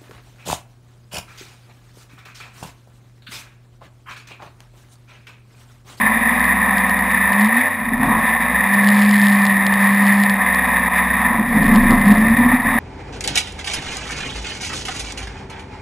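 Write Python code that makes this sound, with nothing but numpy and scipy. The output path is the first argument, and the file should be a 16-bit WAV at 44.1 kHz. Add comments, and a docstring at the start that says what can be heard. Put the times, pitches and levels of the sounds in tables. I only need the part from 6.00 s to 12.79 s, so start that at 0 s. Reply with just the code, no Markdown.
"""On a river, inside a closed case on the bow of a small jet boat that is under way.
The engine cruises, races, drops to a chug and picks up again, then drops once more and slowly picks up.
Sine orders make its drone and pulses its buzz; filtered noise and pulses make the hull rumble, boom and sing.
Filtered noise rushes as water and rings the case; short clicks crackle where drone or boom is loud.
Narrow resonances colour all but the drone, and held samples mirror the sound into a glassy treble."""
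import sys
import numpy as np
from scipy import signal
from scipy.fft import rfft, irfft
from scipy.io import wavfile
from scipy.ndimage import uniform_filter1d

SR = 44100
rng = np.random.default_rng(int(sys.argv[2]) if len(sys.argv) > 2 else 0)


def unload_audio(sound):
    """Save the sound as a 16-bit wav file, at the path given as the first command line argument."""
    columns = np.transpose(np.atleast_2d(sound))
    # keep every value between -1 and 1, then stretch to whole-number steps
    steps = np.round(np.clip(columns, -1, 1) * 32767)
    wavfile.write(sys.argv[1], SR, steps.astype(np.int16))


N = 299439
TIME, FREQ = np.arange(N) / SR, np.fft.rfftfreq(N, 1 / SR)  # s, Hz


def amp(db):
    """Decibels to gain."""
    return 10 ** (np.asarray(db) / 20)


def unit(x):
    """Scales to rms 1."""
    return x / np.sqrt(np.mean(x ** 2) + 1e-20)


def drift(rate_hz):
    """Slow random movement of rms 1, up to about this rate."""
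    spectrum = rfft(rng.standard_normal(N))
    return unit(irfft(spectrum / (1 + (FREQ / rate_hz) ** 4), N))


def churn(patchy_db, rate_hz):
    """Noise that comes in uneven gusts."""
    return rng.standard_normal(N) * amp(patchy_db * drift(rate_hz))


def steadied(x, size):
    """Holds the rms at 1 over spans of this many samples, leaving the quicker throb."""
    return x / np.sqrt(uniform_filter1d(x ** 2, size=size) + 1e-12)


def scatter(x, spread_s=.014):
    """Each pitch takes its own path through the hull, so sharp pulses arrive smeared."""
    knots = np.arange(0, SR / 2, 45)
    delay_s = np.interp(FREQ, knots, spread_s * rng.random(len(knots)))
    phase = 2 * np.pi * np.cumsum(delay_s) * SR / N
    return irfft(rfft(x) * np.exp(-1j * phase), N)


# narrow resonances of the case: (f/Hz, width/Hz, lift/dB)
MODES = [(331.3, 15.4, 7.5), (608.5, 29, 10), (759, 13, 4), (998, 22, 6), (1094, 14.5, 6.5), (1777, 94, 3),
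         (1891, 140, 5), (1938, 20, 3), (2039, 40, 9.5)]


def colour(x, points):
    """Filters by a relative spectrum and by the narrow resonances of the case; rms 1."""
    hz, db = np.transpose(points)
    shape_db = np.interp(np.log(FREQ + 1), np.log(hz), db, left=-90, right=-90)
    lift_db = sum(lift / (1 + (2 * (FREQ - f) / width) ** 2) for f, width, lift in MODES)
    return unit(irfft(rfft(x) * amp(shape_db + lift_db), N))


CRUISE_HZ = 64  # firing rate at cruise


def by_revs(law, rate_hz):
    """A level in dB that changes steadily with each octave the engine turns below or above cruise."""
    cruise_db, db_per_octave = law
    return cruise_db + db_per_octave * np.log2(CRUISE_HZ / rate_hz)


# engine speed: (t/s, firing rate f/Hz)
REVS = [(0, 51.46), (.36, 60.94), (.72, 65.26), (.87, 63.23), (1.29, 64.57), (1.46, 70.56), (1.65, 86.6),
        (1.77, 85), (1.83, 54.07), (1.98, 36.3), (2.1, 37.5), (2.3, 56.04), (2.48, 60.49), (2.7, 66.73),
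        (3.05, 68.68), (3.6, 65.78), (4.23, 67.2), (4.42, 64.7), (4.66, 61.99), (4.9, 61.91), (5.05, 62.68),
        (5.28, 62.37), (5.36, 47.07), (5.48, 35.22), (5.61, 28.17), (5.88, 27.56), (6.12, 29.59),
        (6.33, 32.91), (6.79, 38.88)]


def revs():
    """The firing rate, and the running count of firings with a slight waver in speed."""
    rate_hz = np.interp(TIME, *np.transpose(REVS))
    turns = np.cumsum(rate_hz * (1 + .002 * drift(12))) / SR
    return rate_hz, turns


# the throttle is let go and the jet falls quiet: (start t/s, recovery t/s, depth level/dB)
THROTTLE_CUTS = [(1.668, 1.987, 6.5), (5.227, 5.508, 3)]
CUT_FALL_S, CUT_RECOVER_S = 0.086, 0.049


def throttle_drop():
    """Decibels lost while the throttle is let go: a fall, a hold and a quick recovery."""
    drop_db = 0
    for start, end, depth_db in THROTTLE_CUTS:
        fall = (TIME - start) / CUT_FALL_S
        recovery = 1 - (TIME - end) / CUT_RECOVER_S
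        drop_db = drop_db + depth_db * np.clip(np.minimum(fall, recovery), 0, 1)
    return drop_db


# how well the hull passes an engine order, with resonances near 205 and 240 Hz: (f/Hz, level/dB before order trim)
DRONE = [(28, -20.5), (29, -30), (52, -39), (63, -32), (65, -37), (66.5, -47), (85, -42), (98, -34),
         (118, -48), (130, -46), (135, -31.5), (150, -51), (180, -31), (194, -26), (199, -16), (205, -11.5),
         (214, -15), (223, -28), (240, -9.5), (262, -39.5)]
# trim of orders one to three, the second weakest: (level/dB)
ORDERS_DB = [-1, -7.5, -0.5]
RING_UP_S = 0.052
DRONE_WAVER_DB, DRONE_WAVER_HZ = .9, 12  # rms depth, top rate


def drone_levels(rate_hz, drop_db):
    """Level in dB of the first three orders: the hull takes a moment to ring up on each, and they waver."""
    keep = np.exp(-1 / (RING_UP_S * SR))
    levels = []
    for k, order_db in enumerate(ORDERS_DB, 1):
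        db = order_db + np.interp(k * rate_hz, *np.transpose(DRONE))
        rung_up = db[0] + signal.lfilter([1 - keep], [1, -keep], db - db[0])
        # slow to rise, quick to fall
        levels.append(np.minimum(db, rung_up) + DRONE_WAVER_DB * drift(DRONE_WAVER_HZ))
    levels[-1] -= drop_db  # the third order sags with the throttle
    return levels


# strength of each firing in the cycle of three, at contrast 1: (level/dB)
CYLINDERS_DB = [0, -4.5, -2.5]


def firings(turns, uneven, contrast=1):
    """One pulse a firing; the cylinders differ in strength and timing, and each pulse varies at random."""
    count = len(CYLINDERS_DB)
    timed = turns + .007 * np.sin(2 * np.pi * turns / count)
    fired = np.floor(timed).astype(int)
    strength = amp(CYLINDERS_DB)[fired % count] ** contrast
    strength = strength * (1 + uneven * rng.standard_normal(N))
    return np.diff(fired, prepend=0) * strength


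# spectrum of the exhaust buzz: (f/Hz, relative level/dB)
EXHAUST = [(230, -39), (270, -7.5), (330, -1), (400, -10), (455, -0.5), (510, 8.5), (620, 0.5), (750, 3),
           (1030, 5), (1400, -14), (1820, 16), (2100, 4.5), (2400, 1), (3000, -46)]
# the buzz hardly follows the revs: (cruise level/dB before trim, rise/dB per octave of lost revs)
BUZZ_LAW = (-34.5, -0.26)
# the exhaust's path shifts as the boat moves: rms swing in radians, top rate
PATH_SWING, PATH_HZ = .7, 4


def engine(turns, rate_hz, orders_db, drop_db):
    """Clean low orders under the firing buzz, whose partials fade in and out as their path shifts."""
    drone = 0
    for k, db in enumerate(orders_db, 1):
        drone = drone + amp(db) * np.sqrt(2) * np.sin(2 * np.pi * k * turns)
    pulses = firings(turns, uneven=.1)
    angle = PATH_SWING * drift(PATH_HZ)
    heard = np.cos(angle) * scatter(pulses) + np.sin(angle) * scatter(pulses)
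    buzz_db = by_revs(BUZZ_LAW, rate_hz) - drop_db
    return drone + colour(heard, EXHAUST) * amp(buzz_db + 10.5)


# the slower the engine, the harder it rocks the hull:
# (cruise level/dB before trims, rise/dB per octave of lost revs)
RUMBLE_LAW = (-38.5, 13.7)
BOOM_LAW = (-29, 10.2)
PANEL_LAW = (-37.5, 11.9)
# the boom gives way to a strong drone: (third-order level/dB, change of the boom level/dB)
BOOM_YIELD = [(-34.5, 0.5), (-9, -8.5)]
RUMBLE_CUT_SHARE, BOOM_CUT_SHARE = 0.76, .3  # how much of a throttle cut reaches each


def hull_levels(rate_hz, third_db, drop_db, rumble_change_db, boom_change_db):
    """Levels in dB of rumble, boom and panel, set by the revs, the throttle and the passing changes."""
    rumble_db = by_revs(RUMBLE_LAW, rate_hz) + rumble_change_db - RUMBLE_CUT_SHARE * drop_db
    yield_db = np.interp(third_db, *np.transpose(BOOM_YIELD))
    boom_db = by_revs(BOOM_LAW, rate_hz) + boom_change_db + yield_db - BOOM_CUT_SHARE * drop_db
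    panel_db = by_revs(PANEL_LAW, rate_hz) - drop_db
    return rumble_db, boom_db, panel_db


# spectra of the hull's rumble, boom and singing panel: (f/Hz, relative level/dB)
RUMBLE = [(12, -34), (25, -10), (45, -14), (72, -9), (100, -5.5), (125, -7.5), (150, -4.5), (170, -0.5),
          (260, 2), (340, -18.5), (600, -14.5)]
BOOM = [(150, -44), (185, -22), (212, 14.5), (245, 11), (268, -3.5), (288, -45), (310, -86), (330, -13.5),
        (355, -27), (450, -23)]
PANEL = [(640, -24), (690, -4), (708, 2), (735, -5), (800, -24)]
SEVENTH_SHARE = .13  # the seventh order's amplitude in the shaking


def hull(turns, rumble_db, boom_db, panel_db):
    """Engine and water shake the hull, which rumbles, booms in one narrow band and sings in one panel."""
    rocking = firings(turns, uneven=.2, contrast=3.5)
    shake = .45 * unit(churn(patchy_db=1.5, rate_hz=15)) + unit(rocking)
    # at low revs the seventh order sweeps up through the boom
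    seventh = SEVENTH_SHARE * np.cos(2 * np.pi * 7 * turns)
    boom = colour(shake + seventh, BOOM)
    blows = thumps(swell_s=.014) * steadied(boom, size=800)
    # around each wave its blow takes over from the steady throb
    calm = 1 / (1 + (thumps(swell_s=.028) / amp(boom_db)) ** 2)
    throb = calm * amp(boom_db) * steadied(boom, size=4000)
    rumble = amp(rumble_db + 2.0) * colour(churn(patchy_db=-1, rate_hz=17), RUMBLE)
    panel = amp(panel_db - 6) * colour(scatter(shake), PANEL)
    return throb + blows + rumble + panel


# waves that thump the hull: (t/s, level/dB before trim)
THUMPS = [(1.935, -12.5), (2.109, -17), (5.402, -9), (5.566, -6.5), (5.725, -7.5), (5.776, -2), (5.864, -9),
          (6.075, -2.5), (6.115, 0), (6.191, -6), (6.228, -8.5), (6.277, -7.5), (6.321, -5), (6.403, -5.5),
          (6.464, -5), (6.543, -6)]


def thumps(swell_s):
    """Strength of the bell-shaped swell that each wave gives to the boom of the hull."""
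    swells = [amp(db - 4.5) * np.exp(-.5 * ((TIME - s) / swell_s) ** 2) for s, db in THUMPS]
    return np.max(swells, axis=0)


# passing changes in level of wash, rumble and boom:
# (t/s, half-length/s, wash level/dB, rumble level/dB, boom level/dB)
LEVEL_CHANGES = [(.35, .5, 0.5, 0, 3.5), (2.11, 0.14, 3.5, 3, 0.5), (4.407, 0.038, 3, -7, -0.5),
                 (5.298, 0.077, 4, 7.5, 3.5), (5.62, .05, -3.5, 2.5, -0.5), (5.762, 0.023, 4.5, 2.5, 2),
                 (5.917, 0.013, 6, 8.5, 2.5)]


def level_changes():
    """Bell-shaped passing changes, in dB, of the wash, the rumble and the boom."""
    total_db = 0
    for s, half_s, *changes_db in LEVEL_CHANGES:
        bell = np.exp(-.5 * ((TIME - s) / half_s) ** 2)
        total_db = total_db + np.outer(changes_db, bell)
    return total_db


# spectra of the wash along the hull and the ring of the case: (f/Hz, relative level/dB)
WASH = [(200, -18), (400, -25.5), (500, -10), (630, -14.5), (720, 0.5), (830, -1.5), (1000, 4), (1100, 3),
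        (1270, -1.5), (1410, -11), (1800, -13)]
CASE = [(1200, -15.5), (1430, -20.5), (1620, -5.5), (1780, 3.5), (1930, -1), (2150, -7), (2440, -6),
        (2780, -22), (3180, -27.5), (3600, -15.5), (3790, -16.5), (4050, -34.5), (5200, -32.5), (6000, -43)]
# both follow the revs only a little: (cruise level/dB before trim, rise/dB per octave of lost revs)
WASH_LAW = (-22.5, 1.35)
CASE_LAW = (-17.5, -1.05)


def rush(turns, rate_hz, wash_change_db, drop_db):
    """Water hisses along the hull and rings the case; the ring pulses a little with the engine."""
    lapping_db = 0.86 * drift(5.3)  # the water never runs quite evenly
    wash_db = by_revs(WASH_LAW, rate_hz) + wash_change_db + lapping_db - drop_db
    case_db = by_revs(CASE_LAW, rate_hz) + lapping_db - drop_db
    wash = colour(churn(patchy_db=0.6, rate_hz=7), WASH)
    pulse = 1 + 0.12 * np.cos(2 * np.pi * 3 * turns)
    ring = colour(churn(patchy_db=1.5, rate_hz=53) * pulse, CASE)
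    return amp(wash_db - 1.66) * wash + amp(case_db - 1.21) * ring


# the loudest sharp clicks: (t/s, level/dB before colour and trim)
SHARP_CLICKS = [(.396, -28), (0.4434, -22.5), (0.783, -22), (.8972, -23), (0.9907, -27), (1.1163, -29),
                (1.3316, -23), (2.742, -21.5), (2.995, -24), (3.023, -20), (3.112, -19), (3.142, -19.5),
                (3.216, -19.5), (3.454, -17), (3.467, -18), (3.667, -16), (3.7393, -19), (4.2372, -18),
                (4.2975, -18), (4.5477, -20.5), (5.7596, -20)]
# spectrum of the clicks: (f/Hz, relative level/dB)
CLICK = [(1500, -29), (2800, 17), (4000, 16), (5200, 13), (5650, 6.5), (6000, -94)]
# the crackle grows with drone or boom up to this level; click level before trim, dB per dB, random spread
CRACKLE_FULL_DB, CRACKLE_DB, CRACKLE_STEEPNESS, CRACKLE_UNEVEN_DB = -10, -20, 2.3, 4
STRAY_PER_S, STRAY_SHARE = 130, 0.61  # random clicks: mean rate, strength beside a click on a firing


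def clicking(turns, loud_db):
    """Single sharp clicks, and a crackle that grows steeply with the level of drone or boom."""
    on_firings = np.diff(np.floor(turns), prepend=0)
    stray = STRAY_SHARE * (rng.random(N) < STRAY_PER_S / SR)
    uneven_db = CRACKLE_UNEVEN_DB * np.clip(rng.standard_normal(N), -2, 2)
    growth_db = CRACKLE_STEEPNESS * np.minimum(loud_db - CRACKLE_FULL_DB, 0)
    clicks = (on_firings + stray) * amp(CRACKLE_DB + growth_db + uneven_db)
    for s, db in SHARP_CLICKS:
        clicks[round(s * SR)] += amp(db)
    # each click trails fine noise with a two-millisecond decay
    tail = signal.lfilter([1], [1, -np.exp(-1 / (.002 * SR))], clicks)
    trail = .07 * tail * rng.standard_normal(N)
    return amp(15.5) * np.std(clicks) * colour(clicks + trail, CLICK)


# brief dips of boat and water: (t/s, length/s, depth level/dB)
DIPS = [(2.372, .03, 3.5), (4.89, .043, 4), (5.42, .045, 2), (6.568, .08, 4)]


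def dips():
    """Gain that dips briefly, with edges softened over a few milliseconds."""
    drop_db = sum(depth_db * ((TIME > s) & (TIME < s + length)) for s, length, depth_db in DIPS)
    return amp(-uniform_filter1d(drop_db * 1., size=200))


def scene():
    """The revs steer the layers; engine, hull, water and clicks are summed to one signal on both channels."""
    rate_hz, turns = revs()
    drop_db = throttle_drop()
    orders_db = drone_levels(rate_hz, drop_db)
    third_db = orders_db[-1]
    wash_change_db, rumble_change_db, boom_change_db = level_changes()
    rumble_db, boom_db, panel_db = hull_levels(rate_hz, third_db, drop_db, rumble_change_db, boom_change_db)
    boat = engine(turns, rate_hz, orders_db, drop_db) + hull(turns, rumble_db, boom_db, panel_db)
    water = rush(turns, rate_hz, wash_change_db, drop_db)
    # the third order of the drone or the boom, whichever is louder
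    loud_db = np.maximum(third_db, boom_db + .5)
    mono = (boat + water) * dips() + clicking(turns, loud_db)
    return np.array([mono, mono])


HOLD_HZ, EDGE_HZ = 12000, 15330  # sample-hold rate, top of the band


def record(dry):
    """Holding samples at a low rate mirrors the sound into a glassy treble; then the band limit."""
    narrow = irfft(rfft(np.clip(dry, -1, 1)) * (FREQ < HOLD_HZ / 2), N)
    mirrored = narrow * (1 + 2 * np.cos(2 * np.pi * HOLD_HZ * TIME))
    held = irfft(rfft(mirrored) * np.sinc(FREQ / HOLD_HZ), N)
    band_limit = signal.firwin(511, EDGE_HZ, window=("kaiser", 9), fs=SR)
    return signal.oaconvolve(held, band_limit[None], "same")


dry = scene()
out = record(dry)
unload_audio(out)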